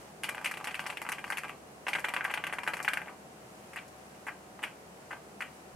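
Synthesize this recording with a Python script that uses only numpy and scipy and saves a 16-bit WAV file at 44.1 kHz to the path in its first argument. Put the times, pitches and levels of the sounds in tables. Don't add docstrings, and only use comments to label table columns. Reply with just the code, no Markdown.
import sys
import numpy as np
from scipy import signal
from scipy.fft import irfft
from scipy.io import wavfile

SR = 44100
rng = np.random.default_rng(int(sys.argv[2]) if len(sys.argv) > 2 else 0)


def digitize_waveform(pressure):
    field = np.atleast_2d(pressure).T
    bounded = np.clip(field, -1, 1)
    quanta = np.round(bounded * 32767).astype(np.int16)
    wavfile.write(sys.argv[1], SR, quanta)


def convert_level_to_amplitude(level_db):
    exponent = np.asarray(level_db, float) / 20
    return 10 ** exponent


N = 253575


def evened(x):
    return x / np.sqrt(np.mean(x ** 2) + 1e-20)


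def read(points, hz):
    f, value = np.transpose(points)
    return np.interp(np.log(hz + 1), np.log(f + 1), value)


def colour(x, points):
    log_gain = np.log(convert_level_to_amplitude(read(points, abs(np.fft.fftfreq(4096, 1 / SR)))))
    taps = np.fft.ifft(np.exp(log_gain - 1j * signal.hilbert(log_gain).imag)).real[:2048]
    return signal.oaconvolve(x, taps)[:len(x)]


def add(mix, s, sound):
    part = mix[round(s * SR):][:len(sound)]
    part += sound[:len(part)]


# (frequency [Hz], level [dB per Hz])
AIR_COLOUR = [(48, -34), (62, -14), (95, -11.5), (125, -4), (195, -1), (256, -5), (382, -2), (850, -6),
              (1020, -8.5), (2910, -18.5), (3470, -23), (8770, -22), (14100, -30.5), (16000, -37)]
# (frequency [Hz], left-right likeness [-1..1])
AIR_LIKENESS = [(60, 0.74), (180, 1), (550, 0.47), (1650, -0.22), (4970, -0.026), (15000, -0.11)]
# (frequency [Hz], left-right difference [dB])
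AIR_LEAN = [(60, 1.5), (240, 0.5), (950, 1.0), (3770, 0.0), (15000, -1)]
# (time [s], level [dB], half length [s])
BRUSHES = [(0, 3.5, 0.088), (3.65, 1.5, 0.21), (4.1, .9, 0.19), (5.05, 1.1, 0.074), (5.55, 1.5, .1)]


def air():
    air_db = -51.5
    hz = np.fft.rfftfreq(N, 1 / SR)
    a, b, c, d = rng.standard_normal((4, len(hz)))
    left, other = a + 1j * b, c + 1j * d
    same = np.clip(read(AIR_LIKENESS, hz), -1, 1)
    z = np.array([left, same * left + np.sqrt(1 - same ** 2) * other])
    z *= convert_level_to_amplitude(read(AIR_COLOUR, hz) + np.outer([.5, -.5], read(AIR_LEAN, hz)))
    steady = convert_level_to_amplitude(air_db) * evened(irfft(z, N))

    high_pass = signal.butter(2, 1300, "high", fs=SR, output="sos")
    upper = signal.sosfiltfilt(high_pass, steady)
    t = np.arange(N) / SR
    lift_db = sum(db * np.exp(-((t - s) / half_s) ** 2) for s, db, half_s in BRUSHES)
    return steady + upper * (convert_level_to_amplitude(lift_db) - 1)


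# (frequency [Hz], level [dB rms], line width [Hz])
FAN_TONES = [(69.3, -69, 0.74), (189.4, -85, 10.4), (204.5, -67.5, 8.46), (465, -83, 4.5),
             (580, -77.5, 8.9), (643, -67.5, 7.3), (746, -64.5, 14.9)]


def fan():
    t = np.arange(N) / SR
    hum = np.zeros(N)
    for hz, db, width_hz in FAN_TONES:
        wander = np.sqrt(2 * np.pi * width_hz / SR) * np.cumsum(rng.standard_normal(N))
        hum += convert_level_to_amplitude(db) * np.sqrt(2) * np.sin(2 * np.pi * hz * t + wander)
    return hum


# (frequency [Hz], t60 [s])
ROOM_DECAY = [(500, 0.39), (1300, 0.22), (2300, 0.21), (3300, 0.25), (5000, 0.18), (9000, 0.16)]


def room(x):
    taps = np.zeros((2, SR // 2))
    at = np.arange(260, SR // 2 - 16, 16)
    at = at + rng.integers(0, 16, (2, len(at)))
    np.put_along_axis(taps, at, rng.choice([-1., 1.], at.shape), 1)
    taps[1] = 0.72 * taps[0] + 0.61 * taps[1]
    hz, t, z = signal.stft(taps, SR, nperseg=256)
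    decay = convert_level_to_amplitude(-60 * t / read(ROOM_DECAY, hz)[:, None])
    tail = signal.istft(z * decay, SR, nperseg=256)[1]
    tail /= np.linalg.norm(tail, axis=1)[:, None]
    return signal.fftconvolve(x[None], tail, axes=1)[:, :N]


# (frequency [Hz], level [dB], t60 [s])
CASE_MODES = [(1540, 13, 0.0081), (1620, 6.5, 0.022), (1884, -5, 0.043), (2030, 2.5, 0.03),
              (2254, -3.5, 0.053), (2400, 1, 0.06), (2487, 12, 0.01), (2793, 1.5, 0.042)]
# (frequency [Hz], level [dB], t60 [s])
TRAY_MODES = [(146, -9.5, 0.12), (302, -8, 0.039), (463, -17, 0.01), (597, -7.5, 0.038), (757, -3.5, 0.044),
              (850, -3, 0.063), (977, -2, 0.043), (1172, 3, 0.021)]


def body_ring(pitch_hz, peak_db, thud_db):
    case_db, tray_db, key_spread_db = -18, -12, 1.5
    pitch_pull_db = 17
    cap_t60_s, rise_s = 0.017, 0.00029
    t = np.arange(3000) / SR
    hz, mode_db, t60_s = np.transpose(CASE_MODES + TRAY_MODES)[:, :, None]
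    modes = convert_level_to_amplitude(mode_db - 60 * t / t60_s) * np.sin(2 * np.pi * hz * t)

    near_db = -pitch_pull_db * np.log2(hz[:len(CASE_MODES), 0] / pitch_hz) ** 2
    drive_db = np.r_[case_db + near_db, [tray_db + thud_db] * len(TRAY_MODES)]
    drive_db = peak_db + drive_db + key_spread_db * rng.standard_normal(len(modes))
    ring = (convert_level_to_amplitude(drive_db) * rng.choice([-1., 1.], len(modes))) @ modes

    cap_db = -16.5 - 0.55 * (thud_db - PRESS_THUD_DB)
    ring += convert_level_to_amplitude(peak_db + cap_db - 60 * t / cap_t60_s) * np.sin(2 * np.pi * pitch_hz * t)
    return ring * (1 - np.exp(-t / rise_s))


def stem_tick(level_db):
    tick_t60_s, rise_s, slide_db = .0065, 0.00015, -27
    grit = rng.standard_normal(600)
    tilt = np.clip(0.55 * rng.standard_normal(), -.9, .9)
    grit = evened(grit + tilt * np.roll(grit, 2))
    t = np.arange(len(grit)) / SR
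    tick = convert_level_to_amplitude(level_db - 60 * t / tick_t60_s) * grit * (1 - np.exp(-t / rise_s))
    slide = convert_level_to_amplitude(level_db + slide_db) * np.linspace(0, 1, len(grit)) * grit[::-1]
    return tick, slide


def blow(pitch_hz, width):
    turns = np.arange(-2.5, 2.5, pitch_hz / SR)
    bell = np.exp(-(turns / width) ** 2)
    pulse = bell * np.cos(2 * np.pi * turns)
    return pulse - bell * pulse.sum() / bell.sum()


# (delay [s], left level [dB], right level [dB], sign and gain [1])
NEAR_ECHOES = [(.00115, 0, -29, 1), (.0024, -5.5, -11.5, 0.6), (.0029, -15.5, -26, -1),
               (.0039, -9, -9, 0.68), (.0088, -4, -21, 1), (0.0119, -14, -13, -1), (0.014, -35, -28, 1)]
# (delay [s], left level [dB], right level [dB])
WALL_ECHOES = [(.0049, -1.5, -2.5), (.0054, .6, -6)]


def paths_to_microphones(pulse, wall_pulse, tick, wall_db):
    lean_db = -2.2
    direct_db = -1.5
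    echo_spread_db, wall_tick_db = 2.5, 3.5
    stretch = 1 + .015 * rng.standard_normal()
    paths = [(0.00006, lean_db / 2, -lean_db / 2, convert_level_to_amplitude(direct_db) * pulse, tick)]
    for delay, left_db, right_db, sign in NEAR_ECHOES:
        key_db = echo_spread_db * rng.standard_normal()
        paths.append((delay * stretch, left_db + key_db, right_db + key_db, sign * pulse, tick))
    for delay, left_db, right_db in WALL_ECHOES:
        paths.append((delay * stretch, left_db + wall_db, right_db + wall_db,
                      wall_pulse, convert_level_to_amplitude(wall_tick_db) * tick))
    return paths


PRESS_THUD_DB, RETURN_THUD_DB, TOUCH_THUD_DB = -5.5, -14.5, 2.3
WALL_OPEN_DB, WALL_HIDDEN_DB, WALL_TOUCH_DB = -2.5, -14, -5

# (time [s], peak level [dB], knock pitch [Hz], stem tick relative level [dB])
PRESSES = [(.2905, -17, 1880, -13), (.3474, -26.5, 1840, -16), (.5396, -25, 1980, -17),
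           (.572, -24.5, 1990, -15), (.6431, -24.5, 1840, -8), (.672, -19.5, 1840, -15.5),
           (.7101, -29, 2040, -13), (.8575, -27, 1850, -28), (.8642, -22, 1730, -9.5),
           (.9005, -20, 2000, -16.5), (.9256, -28, 1800, -15), (1.0512, -28, 1530, -28),
           (1.0895, -19.5, 1630, -12), (1.2415, -22.5, 1690, -21), (1.3227, -18, 1770, -19),
           (1.45, -28, 1670, -25), (1.8675, -18, 1720, -20), (1.8829, -15.5, 1900, -14.5),
           (1.9515, -18.5, 1980, -17), (1.9557, -18.5, 1660, -28), (1.9849, -22, 1700, -25),
           (2.0453, -16.5, 1940, -18), (2.0854, -20, 1940, -14.5), (2.1016, -26, 1650, -31),
           (2.138, -17, 1830, -17.5), (2.1643, -17.5, 1860, -23), (2.172, -21, 1540, -30),
           (2.2086, -20.5, 1610, -29), (2.2507, -16.5, 1670, -24), (2.2983, -26, 1560, -22),
                (2.3034, -22, 1780, -31), (2.3119, -24, 1820, -16.5), (2.3389, -17, 1980, -14.5),
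                (2.3751, -18, 1830, -25), (2.4393, -18.5, 1850, -22), (2.4679, -19.5, 1820, -18),
                (2.4966, -28.5, 1670, -30), (2.526, -20.5, 1790, -20.5), (2.5353, -22.5, 1760, -16),
                (2.5851, -17.5, 1760, -26), (2.6334, -23.5, 1680, -15), (2.6656, -27, 1540, -20),
                (2.6761, -14.5, 1790, -19.5), (2.7351, -16, 1685, -17.5), (2.8473, -19, 1700, -17.5),
                (2.8731, -34, 1810, -32), (2.9342, -16.5, 2050, -17), (3.0166, -26.5, 1600, -24),
                (3.773, -28.5, 2170, -21), (4.2679, -24, 1490, -22), (4.277, -26, 1630, -21),
                (4.6292, -26.5, 1900, -13.5), (4.6442, -28.5, 2100, -20)]
PRESSES_HIDDEN = [(.242, -20.5, 2400, -15), (.3808, -26, 1760, -22), (.4743, -26.5, 2380, -16),
                  (.6555, -26.5, 2050, -26), (.6855, -26, 1920, -31), (.7938, -19, 1960, -14),
                  (1.0169, -21.5, 1685, -13.5), (1.0651, -24, 1650, -23), (1.1264, -21.5, 1950, -22),
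                  (1.1912, -28.5, 2040, -19), (1.4347, -23.5, 1630, -20.5), (1.4948, -24, 1810, -21),
                  (2.0431, -18, 1790, -26), (2.6915, -23.5, 1720, -31), (2.7688, -24, 1790, -13),
                  (2.792, -26.5, 1780, -26), (2.8023, -19, 1550, -27.5), (5.112, -29, 1570, -19),
                  (5.1169, -32, 1720, -25)]
RETURNS = [(.4447, -25, 1830, -4), (.4586, -15.5, 2070, -14), (.465, -31, 2250, -16),
           (.5129, -21.5, 1690, -14), (.752, -26.5, 2360, -14), (.9711, -23, 2240, -19.5),
           (1.1194, -21, 1840, -12), (1.3716, -23.5, 2250, -12.5), (1.3819, -21, 1760, -13.5),
           (1.9029, -43, 1800, -9), (1.9324, -14.5, 2160, -16.5), (2.243, -21.5, 1900, -13),
           (2.8791, -13, 1690, -39), (2.8828, -15, 2320, -16.5), (2.9723, -19, 1780, -21.5),
           (3.0819, -30.5, 1760, -34), (3.7332, -32, 1870, -16), (3.7603, -27, 1750, -14),
           (3.7679, -27, 1940, -31), (3.7856, -29.5, 2280, -28), (4.2847, -23, 1630, -29),
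           (4.2883, -29.5, 1640, -33), (4.6342, -24, 1980, -20), (4.6382, -20, 2070, -21),
           (5.108, -30.5, 1340, -29), (5.1286, -31.5, 1540, -28), (5.4065, -21.5, 1790, -18.5),
           (5.4208, -20.5, 1900, -23)]
RETURNS_HIDDEN = [(.2352, -21, 2140, -7.5), (.2868, -30, 1830, -25), (.4475, -22, 2450, -24),
                  (.683, -23.5, 1970, -22), (.7442, -19.5, 2030, -18), (1.1838, -25, 2050, -20),
                  (1.3024, -18.5, 1540, -12), (1.4822, -31.5, 2170, -18.5), (1.9948, -28, 1700, -11),
                  (4.6365, -24.5, 2400, -14), (4.68, -38, 2240, -25), (5.1196, -33, 1600, -28)]
TOUCHES = [(.08, -45, 2200, -18), (.3232, -39, 2000, -8), (.372, -33.5, 1790, -18),
           (.4131, -33.5, 1590, -14), (.4235, -34, 1730, -33), (.602, -31.5, 1680, -24),
           (.6097, -29.5, 1580, -20), (.8401, -33.5, 1850, -15), (.8954, -30, 1850, -27),
           (1.2664, -35, 1570, -14), (1.2789, -33.5, 1520, -8), (1.4431, -29, 1880, -25),
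           (2.1785, -30, 1740, -17), (2.2797, -31, 1860, -25), (2.6523, -41, 1630, -17),
           (2.828, -43.5, 1900, 10), (3.0596, -33.5, 1560, -34), (3.073, -32.5, 1480, -23),
           (3.0937, -33, 1460, -21), (3.88, -53.5, 2300, 4), (3.99, -49, 2600, -20),
           (4.149, -46, 2580, -20), (4.5915, -33.5, 1440, -23), (4.6208, -35, 1600, -19),
           (5.1305, -28.5, 1620, -24)]


def every_knock():
    kinds = [(PRESSES, WALL_OPEN_DB, PRESS_THUD_DB),
             (PRESSES_HIDDEN, WALL_HIDDEN_DB, PRESS_THUD_DB),
             (RETURNS, WALL_OPEN_DB, RETURN_THUD_DB),
             (RETURNS_HIDDEN, WALL_HIDDEN_DB, RETURN_THUD_DB),
             (TOUCHES, WALL_TOUCH_DB, TOUCH_THUD_DB)]
    return [(*row, wall_db, thud_db) for rows, wall_db, thud_db in kinds for row in rows]


# (frequency [Hz], level [dB])
TICK_COLOUR = [(2500, -29), (4500, 3), (6000, -1.5), (8000, 3), (9200, 3.5), (11000, 2.5), (13000, -2),
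               (15000, -22)]
# (frequency [Hz], level [dB])
RADIATION = [(100, -18), (450, 1.5), (800, -2), (1250, 0.5), (1420, -3), (1540, 0.5), (1750, -5),
             (2030, -0.5), (2500, -3.5), (2950, 1), (3300, -0.5), (3800, -8.5), (5000, 3.5)]


def keys():
    tick_skew = .003
    knocks, ticks = np.zeros((2, 5, N))
    for k, (s, peak_db, pitch_hz, tick_db, wall_db, thud_db) in enumerate(every_knock()):
        width = np.clip(0.32 - .022 * thud_db, .3, .95)
        pulse = convert_level_to_amplitude(peak_db) * blow(pitch_hz, width)
        wall_pulse = convert_level_to_amplitude(peak_db) * blow(pitch_hz * 1.242, np.minimum(width * 1.18, .95))
        tick, slide = stem_tick(peak_db + tick_db)
        ring = body_ring(pitch_hz, peak_db, thud_db)
        start = s - 2.2 / pitch_hz

        for delay, *ear_db, body, edge in paths_to_microphones(pulse, wall_pulse, tick, wall_db):
            for ear in range(2):
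                add(knocks[ear], start + delay, convert_level_to_amplitude(ear_db[ear]) * body)
                add(ticks[ear], s + delay * (1 + tick_skew * ear), convert_level_to_amplitude(ear_db[ear]) * edge)
        for ear in range(2):
            add(knocks[ear], s, ring)
            add(ticks[ear], s - len(slide) / SR, np.roll(slide, 7 * ear))

        train = 2 + k % 3
        add(knocks[train], start, pulse)
        add(knocks[train], s, ring)
        add(ticks[train], s, convert_level_to_amplitude(8.0) * np.linalg.norm(tick, keepdims=True))
    sound = np.array([colour(a, RADIATION) + colour(b, TICK_COLOUR) for a, b in zip(knocks, ticks)])
    return sound[:2], sound[2:]


def scene():
    room_db, room_lean_db = -6, 1
    close, trains = keys()
    tails = sum(room(train) for train in trains)
    tail_gain = convert_level_to_amplitude(room_db + np.array([[.5], [-.5]]) * room_lean_db)
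    return close + tail_gain * tails + air() + fan()


def band_limit(x):
    return signal.sosfilt(signal.butter(12, 16490, fs=SR, output="sos"), x)


def record(dry):
    bass_cut = signal.butter(1, 40, "high", fs=SR, output="sos")
    mix = signal.sosfiltfilt(bass_cut, dry)
    mix = signal.oaconvolve(mix, signal.firwin(255, 16100, fs=SR)[None], "same")
    return band_limit(mix)


dry = scene()
out = record(dry)
digitize_waveform(out)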